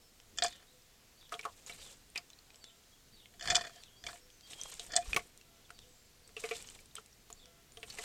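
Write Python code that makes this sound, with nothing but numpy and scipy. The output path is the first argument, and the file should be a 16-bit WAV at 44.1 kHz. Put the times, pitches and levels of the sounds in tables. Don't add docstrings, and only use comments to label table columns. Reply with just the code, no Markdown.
import sys
import numpy as np
from scipy import signal
from scipy.fft import rfft, irfft, next_fast_len
from scipy.io import wavfile
from scipy.ndimage import uniform_filter1d

SR = 44100
rng = np.random.default_rng(int(sys.argv[2]) if len(sys.argv) > 2 else 0)


def log_audio(samples):
    frames = np.atleast_2d(samples).T
    limited = np.clip(frames, -1, 1)
    pcm = np.round(limited * 32767).astype(np.int16)
    wavfile.write(sys.argv[1], SR, pcm)


def gain_from_db(level_db):
    decades = np.asarray(level_db, float) / 20
    return 10 ** decades


N = 354563


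def evened(x):
    return x / np.sqrt(np.mean(x ** 2) + 1e-20)


def read(points, hz):
    f, value = np.transpose(points)
    return np.interp(np.log(hz + 1), np.log(f + 1), value)


def add(mix, s, sound):
    part = mix[max(round(s * SR), 0):][:len(sound)]
    part += sound[:len(part)]


def coloured(x, points):
    size = next_fast_len(len(x))
    gain = gain_from_db(read(points, np.fft.rfftfreq(size, 1 / SR)))
    return evened(irfft(rfft(x, size) * gain, size)[:len(x)])


def resonate(x, hz, width):
    return signal.lfilter(*signal.iirpeak(hz, hz / max(width, 5), SR), x)


def ring(hz, hold, rise):
    t = np.arange(int(SR / 4)) / SR
    return np.exp(-(t / hold) ** 1.3) * (1 - np.exp(-t / rise)) * np.sin(2 * np.pi * hz * t)


def grains(per_s, spread_db, length_s):
    sizes = gain_from_db(spread_db * np.minimum(rng.exponential(1, N), 4)) * (rng.random(N) < per_s / SR)
    clumps = signal.oaconvolve(sizes, np.exp(-np.arange(600) / (length_s * SR)))[:N]
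    return evened(clumps * rng.standard_normal(N))


def stretches(rows):
    attack_s, release_t60 = 0.008, 0.097
    out, t = np.zeros(N), np.arange(N) / SR
    for start, end, db, end_db in rows:
        level_db = np.interp(t, (start, end), (db, end_db))
        level_db -= 60 * np.maximum(t - end, 0) / release_t60
        out = np.hypot(out, gain_from_db(level_db) * np.clip((t - start) / attack_s, 0, 1))
    return out


def after(blows, share_db, t60):
    rise_s = 0.0062
    power, t = np.zeros(N), np.arange(SR // 2) / SR
    for s, db, *_ in blows:
        trail = gain_from_db(2 * (db + share_db - 60 * t / t60))
        add(power, s, trail * (1 - np.exp(-t / rise_s)) ** 2)
    return np.sqrt(power)


def echoes(x, t60):
    t = np.arange(SR // 2) / SR
    tail = rng.choice([-1., 1.], len(t)) * (rng.random(len(t)) < .05) * gain_from_db(-60 * t / t60)
    return signal.oaconvolve(x, tail / np.linalg.norm(tail))[:N]


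# (frequency [Hz], width [Hz], relative level [dB])
DISH_MODES = [(1788, 230, -6.5), (2290, 270, -13.5), (2450, 49, -5), (3060, 210, -7.5), (3466, 92, 3.5),
              (4300, 270, 0), (4764, 730, 0), (5640, 144, -4), (5870, 260, -6.5), (7130, 610, -1.5),
              (8220, 300, -5.5)]


def metal(x, spot_db):
    out = np.zeros(len(x))
    for k, (hz, width, db) in enumerate(DISH_MODES):
        out += (-1) ** k * gain_from_db(db + spot_db[k]) * resonate(x, hz, width)
    return out


LOWEST_HZ, LOWEST_HOLD_S = 704, 0.021

# (time [s], peak level [dB], lowest ring before its swell [dB],
# brightness above 1 kHz [dB per octave], contact [s])
KNOCKS = [(0.3735, -35.5, -53, -3, 0.0074), (0.385, -22.5, -44, -5.5, 0.0025),
          (0.4214, -16.5, -20, -10, 0.0049), (0.4354, -20.5, -37, 13, 0.0054),
          (0.4444, -22, -24, -13.5, 0.0062), (0.4614, -29, -58, 0, 0.0054), (0.4814, -34, -79, 2, 0.0019),
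          (0.5244, -44, -77, -7, 0.0036), (3.338, -54, -54, -12, 0.0044), (3.3947, -41.5, -64, -6, 0.0042),
          (3.4092, -31, -48, -7, 0.0038), (3.4244, -34, -39, 0.1, 0.0032), (3.455, -30, -55, -6, 0.0051),
          (3.4744, -21, -48, -8, 0.0011), (3.4805, -27.5, -30.5, -9, 0.0092),
          (3.5004, -16, -31, -3.5, 0.0077), (3.5144, -25.5, -26, -8, 0.0039),
          (3.5224, -25, -20, -11.5, 0.0021), (3.546, -17.5, -34, -6.5, 0.013),
          (3.5535, -12.5, -28, -5, 0.0032), (3.5644, -16.5, -23.5, -3, 0.0032),
          (3.5804, -30, -63, -28, 0.0027), (3.6117, -45, -45, -9, 0.0034), (3.6541, -43, -50, -22, 0.0061),
          (3.696, -48, -57, -30, 0.0019), (3.7589, -48, -47.5, -1, 0.0024),
          (4.0392, -36, -44.5, -5, 0.00082), (4.0652, -29.5, -42.5, -9, 0.0042),
          (4.0844, -37, -40.5, -11.5, 0.014), (4.1305, -41, -41.5, -27, 0.0027),
          (4.9018, -63, -74, -43, 0.0048), (4.9197, -35, -43, 13, 0.004),
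          (4.9377, -33.5, -36, -0.5, 0.0018), (4.9544, -30, -22, 8, 0.0041),
          (4.9631, -10, -49, 5.5, 0.0025), (4.9794, -43, -19.5, -42, 0.003)]


def knocks():
    spot_spread_db = 3
    out, t = np.zeros(N), np.arange(3000) / SR
    for s, db, low_db, bright, contact in KNOCKS:
        noise = rng.standard_normal(len(t))
        u = t / max(contact, .0003)
        push = (1 - np.exp(-u / 0.12)) * np.exp(-u)
        tilt = [(1000, 0), (16000, np.log2(16000 / 1000) * bright)]
        blow = coloured(noise * push, tilt)
        spot_db = spot_spread_db * noise[::-1]
        blow = metal(blow * np.exp(-t / .074), spot_db)
        add(out, s, gain_from_db(db) * blow / abs(blow).max())
        add(out, s, gain_from_db(low_db) * ring(LOWEST_HZ, LOWEST_HOLD_S, rise=0.012))
    return out


# (start [s], end [s], start level [dB], end level [dB])
DRAGS = [(0.5, 0.62, -71, -65.5), (3.42, 3.53, -45.5, -42.5), (3.59, 3.8, -46, -66),
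         (4.89, 4.945, -52, -39)]


def scrapes():
    rub = coloured(grains(per_s=350, spread_db=6.5, length_s=0.0064), [(1000, 16), (16000, -26)])
    upper = evened(metal(rub, np.zeros(len(DISH_MODES))))
    lowest = evened(resonate(rub, LOWEST_HZ, 38))
    skids = after(KNOCKS, share_db=-23.5, t60=0.13)
    return np.hypot(stretches(DRAGS), skids) * (upper + gain_from_db(-7.5) * lowest)


# (time [s],
# peak level [dB], body pitch [Hz], wet-floor ring before its swell [dB], # lowest ring before its swell [dB],
# body t60 [s])
SLAPS = [(1.3212, -29.5, 1290, -50, -33, 0.094), (1.3404, -31, 3350, -47, -31.5, 0.041),
         (1.3502, -35, 1320, -78, -79.5, 0.014), (1.3924, -31, 2330, -52, -84, 0.036),
         (1.4296, -42, 2540, -61, -71, 0.073), (1.4521, -26.5, 1150, -43, -34.5, 0.1),
         (1.6968, -34, 2300, -57, -45, 0.033), (2.1514, -43, 2750, -100, -93, 0.063),
         (2.158, -25.5, 2490, -62, -66, 0.086), (2.1764, -25, 4940, -76, -44, 0.021),
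         (4.5094, -36, 3450, -68, -51, 0.0047), (4.533, -29.5, 3280, -77, -68, 0.013),
         (4.795, -36, 3460, -55, -44, 0.1), (5.1451, -22.5, 2470, -45, -67, 0.0072),
         (5.1632, -13.5, 2250, -40.5, -28, 0.023), (5.1709, -18.5, 1150, -61, -68, 0.027),
         (5.1924, -33.5, 2170, -49, -38, 0.034), (5.7041, -34.5, 1450, -61, -51, 0.016),
         (6.2917, -46, 1860, -62, -58, 0.02), (6.3658, -33.5, 2730, -41, -48, 0.074),
         (6.4384, -30, 2293, -31.5, -34.5, 0.076), (6.5109, -27, 2390, -30.5, -32.5, 0.071),
         (6.9656, -37.5, 3200, -59, -67, 0.074), (6.9819, -38.5, 1315, -51, -62, 0.043),
         (7.3022, -35, 985, -56, -47.5, 0.0053), (7.7719, -36.5, 3220, -48.5, -46, 0.022),
         (7.83, -32, 2725, -48, -46.5, 0.047), (7.9009, -34, 4550, -71, -68, 0.043),
         (7.9249, -39, 6360, -73, -61, 0.036), (7.974, -44, 2100, -72, -71, 0.04),
         (7.9859, -29.5, 2070, -41.5, -38, 0.037)]
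# (frequency [Hz], relative level [dB], hold [s])
WET_FLOOR = [(438.5, -1, 0.014), (1150, -10.5, 0.012)]
# (frequency [Hz], relative level [dB per Hz])
SPLASH_SPECTRUM = [(120, -32), (200, -3), (439, -2), (610, -5.5), (693, 5.5), (879, -12), (2450, -1.5),
                   (4160, -6), (7600, -7), (13400, 1), (15800, -2)]


def wet_floor(shifts):
    spread = 0.02
    floor = 0
    for shift, (hz, db, hold) in zip(shifts, WET_FLOOR):
        floor = floor + gain_from_db(db) * ring(hz * (1 + spread * shift), hold, rise=0.0029)
    return floor


def slaps():
    out, t = np.zeros(N), np.arange(4000) / SR
    for s, db, hz, floor_db, low_db, t60 in SLAPS:
        a, b, c = rng.standard_normal((3, len(t)))
        fall = gain_from_db(-60 * t / max(t60, .004))
        fizz = coloured(a, SPLASH_SPECTRUM) * (np.exp(-t / 0.0038) + 0.096 * np.sqrt(hz / 2000) * fall)
        rough = evened(resonate(resonate(b, hz, .36 * hz), hz, .6 * hz))
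        sinking = np.sin(2 * np.pi * hz * t * (1 - 1.5 * t))
        body = (.75 * rough + .9 * sinking) * fall
        lower = evened(resonate(resonate(c, 0.6 * hz, 0.4 * hz), 0.45 * hz, 0.4 * hz))
        lower *= fall ** 0.7 * (1 - np.exp(-t / .003))
        slap = body + 0.64 * fizz + 0.21 * lower
        add(out, s, gain_from_db(db) * slap / abs(slap).max())
        lowest = ring(LOWEST_HZ, LOWEST_HOLD_S, rise=0.017)
        add(out, s, gain_from_db(floor_db) * wet_floor(shifts=a) + gain_from_db(low_db) * lowest)
    return out


def faint_drips():
    count, middle_db, low_hz, high_hz = 20, -59, 3000, 8500
    when, size, pitch, dryness = rng.random((count, 4)).T
    db = middle_db + 6 * (size - .5)
    return np.transpose([when * N / SR, db, low_hz * (high_hz / low_hz) ** pitch, db - 12 * dryness])


# (time [s], bubble level [dB], bubble pitch [Hz], tick peak level [dB])
DROPS = [(0.2008, -62, 2520, -45), (1.2274, -71, 1500, -53), (1.294, -67, 2520, -46),
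         (1.4116, -50, 3450, -34.5), (1.4424, -60, 1520, -43), (1.6634, -39, 6740, -49.5),
         (1.724, -42, 3940, -47.5), (1.8276, -47, 3740, -50), (1.8516, -51, 3700, -46),
         (1.9709, -53, 7740, -54), (2.1016, -50, 8600, -53.5), (2.3022, -52, 3470, -44),
         (2.3324, -48, 3960, -53), (2.389, -50, 4300, -48), (2.504, -55, 2480, -48),
         (2.5444, -58, 3060, -46), (2.558, -61, 5200, -43), (2.6416, -57, 3350, -34.5),
         (3.2576, -52.5, 2110, -42), (3.667, -45.5, 6700, -55), (3.836, -66, 3150, -38.5),
         (4.3024, -54, 3340, -46), (4.4096, -67, 3320, -43.5), (4.6139, -30.5, 6000, -32),
         (4.6353, -35, 7600, -28.5), (4.7187, -45, 8400, -55), (4.7401, -46, 7400, -27.5),
         (4.796, -35, 3730, -29), (4.8647, -41, 8400, -37), (4.9645, -16.5, 8150, -17),
         (5.1319, -23, 2450, -26), (5.3755, -53, 7070, -35.5), (5.4126, -57, 2630, -45),
         (5.693, -69, 1570, -48), (5.7902, -48, 3330, -39), (6.2767, -51, 8160, -38),
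         (6.4173, -60, 2380, -64), (6.49, -57, 2380, -33), (6.567, -40, 7000, -32.5),
         (6.6026, -49, 2370, -55), (6.6248, -47, 7800, -31), (6.6732, -42, 6400, -58),
         (6.688, -48, 3030, -38), (6.7003, -46, 8700, -35), (6.79, -52, 2300, -48),
         (6.8583, -77, 4500, -40.5), (6.9541, -38, 8200, -25), (7.0604, -56, 7700, -40),
         (7.1285, -54, 5650, -58), (7.3272, -35.5, 6860, -33), (7.4568, -59, 3130, -43),
         (7.7207, -51, 7000, -44), (7.9518, -48, 7860, -38), (8.0207, -44, 7700, -36)]


def drops():
    out, t = np.zeros(N), np.arange(3000) / SR
    for s, db, hz, tick_db in np.vstack([DROPS, faint_drips()]):
        bubble_t60 = 0.018 * (5000 / hz) ** 0.61
        bubble = np.sin(2 * np.pi * hz * t * (1 + 1.8 * t)) * gain_from_db(-60 * t / bubble_t60)
        colour = [(0.077 * hz, -24), (1.28 * hz, 0), (1.9 * hz, 0), (4 * hz, -18)]
        tick = coloured(rng.standard_normal(len(t)), colour)
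        tick *= (1 - np.exp(-t / 0.000063)) * np.exp(-t / 0.0011)
        add(out, s, gain_from_db(db) * bubble + gain_from_db(tick_db) * tick / abs(tick).max())
    return out


# (start [s], end [s], start level [dB], end level [dB])
FLUTTERS = [(0.43, 0.6, -44, -72), (1.31, 1.5, -59, -64), (1.5, 1.66, -64, -61.5), (1.66, 1.93, -51, -55),
            (3.43, 3.62, -49.5, -54), (3.62, 3.86, -57.5, -67), (4.04, 4.18, -55, -58.5),
            (4.45, 4.51, -62, -53), (4.51, 4.88, -53, -52), (4.89, 5.13, -70, -44.5), (5.17, 5.3, -47, -69),
            (6.3, 6.39, -74, -52.5), (6.39, 6.6, -47.5, -46.5), (6.6, 6.82, -49, -60),
            (6.95, 7.02, -55, -70), (7.79, 8.04, -66.5, -42)]
# (frequency [Hz], relative level [dB per Hz])
MIST_SPECTRUM = [(120, -45), (200, -3), (600, -2), (900, -6), (2000, -5.5), (3660, -3), (5780, -6.5),
                 (7600, -2), (9500, -6.5), (13000, 2), (15800, -14)]


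def spray():
    out, beat = np.zeros(N), evened(uniform_filter1d(rng.standard_normal(N), 900))
    for hz in (500, 1000, 2000, 3500, 5500, 8000, 12000):
        own_beat = evened(uniform_filter1d(rng.standard_normal(N), 500))
        hiss = gain_from_db(2.8 * beat + 5.0 * own_beat) * rng.standard_normal(N)
        ticks = grains(per_s=60, spread_db=4, length_s=0.00067)
        out += resonate(hiss + 0.36 * ticks, hz, .5 * hz)
    mist = stretches(FLUTTERS) * coloured(out, MIST_SPECTRUM)
    splashes = after([*KNOCKS, *SLAPS], share_db=-12, t60=0.029)
    return mist + splashes * coloured(out, SPLASH_SPECTRUM)


# (time [s], peak level [dB], pitch [Hz])
PUFFS = [(5.088, -35.5, 38.6), (5.129, -46, 56.6)]


def puffs():
    out, t = np.zeros(N), np.arange(N) / SR
    for s, db, hz in PUFFS:
        u = np.pi * hz * (t - s)
        out -= gain_from_db(db) * (1 - 2 * u ** 2) * np.exp(-u ** 2)
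    return out


def tone(length, hz, waver):
    drift = evened(uniform_filter1d(rng.standard_normal(length), 300))
    return 2 * np.pi * np.cumsum(hz * (1 + waver * drift)) / SR


# (time [s], pitch [Hz], relative level [dB])
CHIRP = [(0, 4600, -8), (.008, 4600, -2), (.026, 4550, -4), (.045, 3450, 0), (.055, 3900, -10),
         (.065, 3750, -2), (.08, 3400, -1), (.1, 2900, -6), (.12, 3000, -16)]
# (time [s], level before scatter and echoes [dB])
CHIRPS = [(.462, -56), (1.172, -62), (1.79, -60), (2.605, -61), (3.125, -62), (3.788, -62), (4.43, -63),
          (5.74, -63), (7.355, -62)]


def chirps():
    out = np.zeros(N)
    s, hz, db = np.transpose(CHIRP)
    t = np.arange(0, s[-1], 1 / SR)
    for start, level_db in CHIRPS:
        voice = np.sin(tone(len(t), np.interp(t, s, hz), 0.025))
        add(out, start, gain_from_db(level_db + np.interp(t, s, db)) * voice)
    return out


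# (start [s], end [s], start pitch [Hz], end pitch [Hz], level before scatter and echoes [dB])
WHISTLES = [(.0, .1, 5300, 5300, -72), (.67, .715, 3650, 4200, -67), (2.5, 2.8, 7900, 7100, -74),
            (2.92, 2.95, 3300, 3400, -68), (3.72, 3.78, 3200, 3200, -68), (3.9, 4.0, 3350, 3250, -69),
            (3.95, 4.04, 4400, 5200, -67), (4.2, 4.26, 5500, 5500, -70), (4.42, 4.5, 3200, 3250, -66),
            (4.54, 4.68, 3250, 3250, -58), (5.01, 5.045, 2350, 2550, -58), (6.23, 6.26, 4300, 4700, -66),
            (7.33, 7.42, 7500, 7400, -73), (7.7, 8.04, 9300, 7950, -68), (4.3, 4.4, 6500, 6000, -72),
            (5.85, 6.1, 7800, 7200, -75)]


def whistles():
    out = np.zeros(N)
    for start, end, hz, end_hz, db in WHISTLES:
        n = int((end - start) * SR)
        voice = np.sin(tone(n, np.linspace(hz, end_hz, n), 0.009))
        add(out, start, gain_from_db(db) * signal.windows.tukey(n, .25) * voice)
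    return out


# (start [s], end [s], pitch [Hz], peak level [dB])
COOS = [(.68, 0.835, 502, -67.5), (2.9, 3.05, 490, -81), (4.1, 4.4, 502, -71), (5.8, 5.962, 500, -67),
        (6.1, 6.297, 498, -75), (7.4, 7.57, 499, -67)]


def coos():
    out = np.zeros(N)
    for start, end, hz, db in COOS:
        n = int((end - start) * SR)
        add(out, start, gain_from_db(db) * np.hanning(n) * np.sin(tone(n, hz, 0.0075)))
    return out


# (start [s], end [s], level [dB])
FOWL_CALLS = [(0.7, .82, -87), (2.601, 2.81, -78), (3.205, 3.367, -92), (5.426, 5.643, -76.5),
              (7.445, 7.647, -75.5)]
# (multiple of the pitch, relative level [dB])
FOWL_VOICE = [(1, 2), (2, 0), (3, -3.5), (5, -4)]


def fowl():
    pitch_hz = 677
    out = np.zeros(N)
    for start, end, db in FOWL_CALLS:
        n = int((end - start) * SR)
        phase = tone(n, pitch_hz, 0.0007)
        voice = sum(gain_from_db(d) * np.sin(k * phase) for k, d in FOWL_VOICE)
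        add(out, start, gain_from_db(db) * signal.windows.tukey(n, .4) * voice)
    return out


def far_birds():
    high = chirps() + whistles()
    low = coos() + fowl()
    high *= gain_from_db(2.5 * evened(uniform_filter1d(rng.standard_normal(N), 250)))
    return gain_from_db(-6) * high + gain_from_db(1) * echoes(high, t60=.27) + low


# (frequency [Hz], relative level [dB per Hz])
AIR_SPECTRUM = [(150, -11), (250, 0.5), (406, -16), (475, 2.5), (555, -2.5), (684, 2.5), (813, -3),
                (1090, -3), (3200, -2), (7240, -2.5), (10200, -9), (14000, -9), (15800, -15)]


def air():
    level_db, patch_db = -65.5, 0.9
    a, b, patches = rng.standard_normal((N // 256 + 5, 513, 3)).T
    patches = evened(uniform_filter1d(uniform_filter1d(patches, 30, 0), 30, 1))
    shape_db = read(AIR_SPECTRUM, np.fft.rfftfreq(1024, 1 / SR))[:, None]
    z = (a + 1j * b) * gain_from_db(shape_db + patch_db * patches)
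    return gain_from_db(level_db) * evened(signal.istft(z, nperseg=1024, noverlap=768)[1][:N])


# (time [s], peak level [dB], swell and fade [dB per s])
GUSTS = [(0.42, -56, 100), (1.4, -72, 42), (1.77, -63.5, 30), (2.17, -69, 60), (3.11, -66, 52),
         (3.519, -45, 197), (3.6, -61, 47), (4.07, -59.5, 97), (4.8, -65, 19), (5.03, -60.5, 29),
         (5.15, -52, 178), (5.82, -67.5, 35), (6.6, -61.5, 29), (6.99, -74, 49), (7.35, -67.5, 42),
         (7.92, -62, 29)]
# (frequency [Hz], relative level [dB per Hz])
RUMBLE_SPECTRUM = [(8.8, -41), (15, 3), (38, -4.5), (107, -8.5), (258, -14), (292, -16), (400, -14),
                   (520, -18), (880, -120)]


def wind():
    t, steady_db = np.arange(N) / SR, -69.5
    power = gain_from_db(steady_db) ** 2
    for s, db, fade in GUSTS:
        power = power + gain_from_db(db - fade * abs(t - s)) ** 2
    return np.sqrt(power) * coloured(rng.standard_normal(N), RUMBLE_SPECTRUM)


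def whine():
    hz, db = 13598, -85
    return gain_from_db(db) * np.sin(2 * np.pi * hz * np.arange(N) / SR)


# (frequency [Hz], relative level [dB])
MOUTH = [(8500, 4.5), (10000, -2), (12500, -12), (16000, -20)]


def scene():
    near = knocks() + scrapes() + slaps() + drops() + spray()
    near = np.std(near) * coloured(near, MOUTH)
    tail = gain_from_db(-11.5) * echoes(near, t60=0.098)
    return (near + tail + puffs() + far_birds() + air() + wind() + whine())[None]


def low_pass(x):
    return signal.sosfilt(signal.butter(12, 16430, fs=SR, output="sos"), x)


def record(dry):
    return low_pass(dry)


dry = scene()
out = record(dry)
log_audio(out)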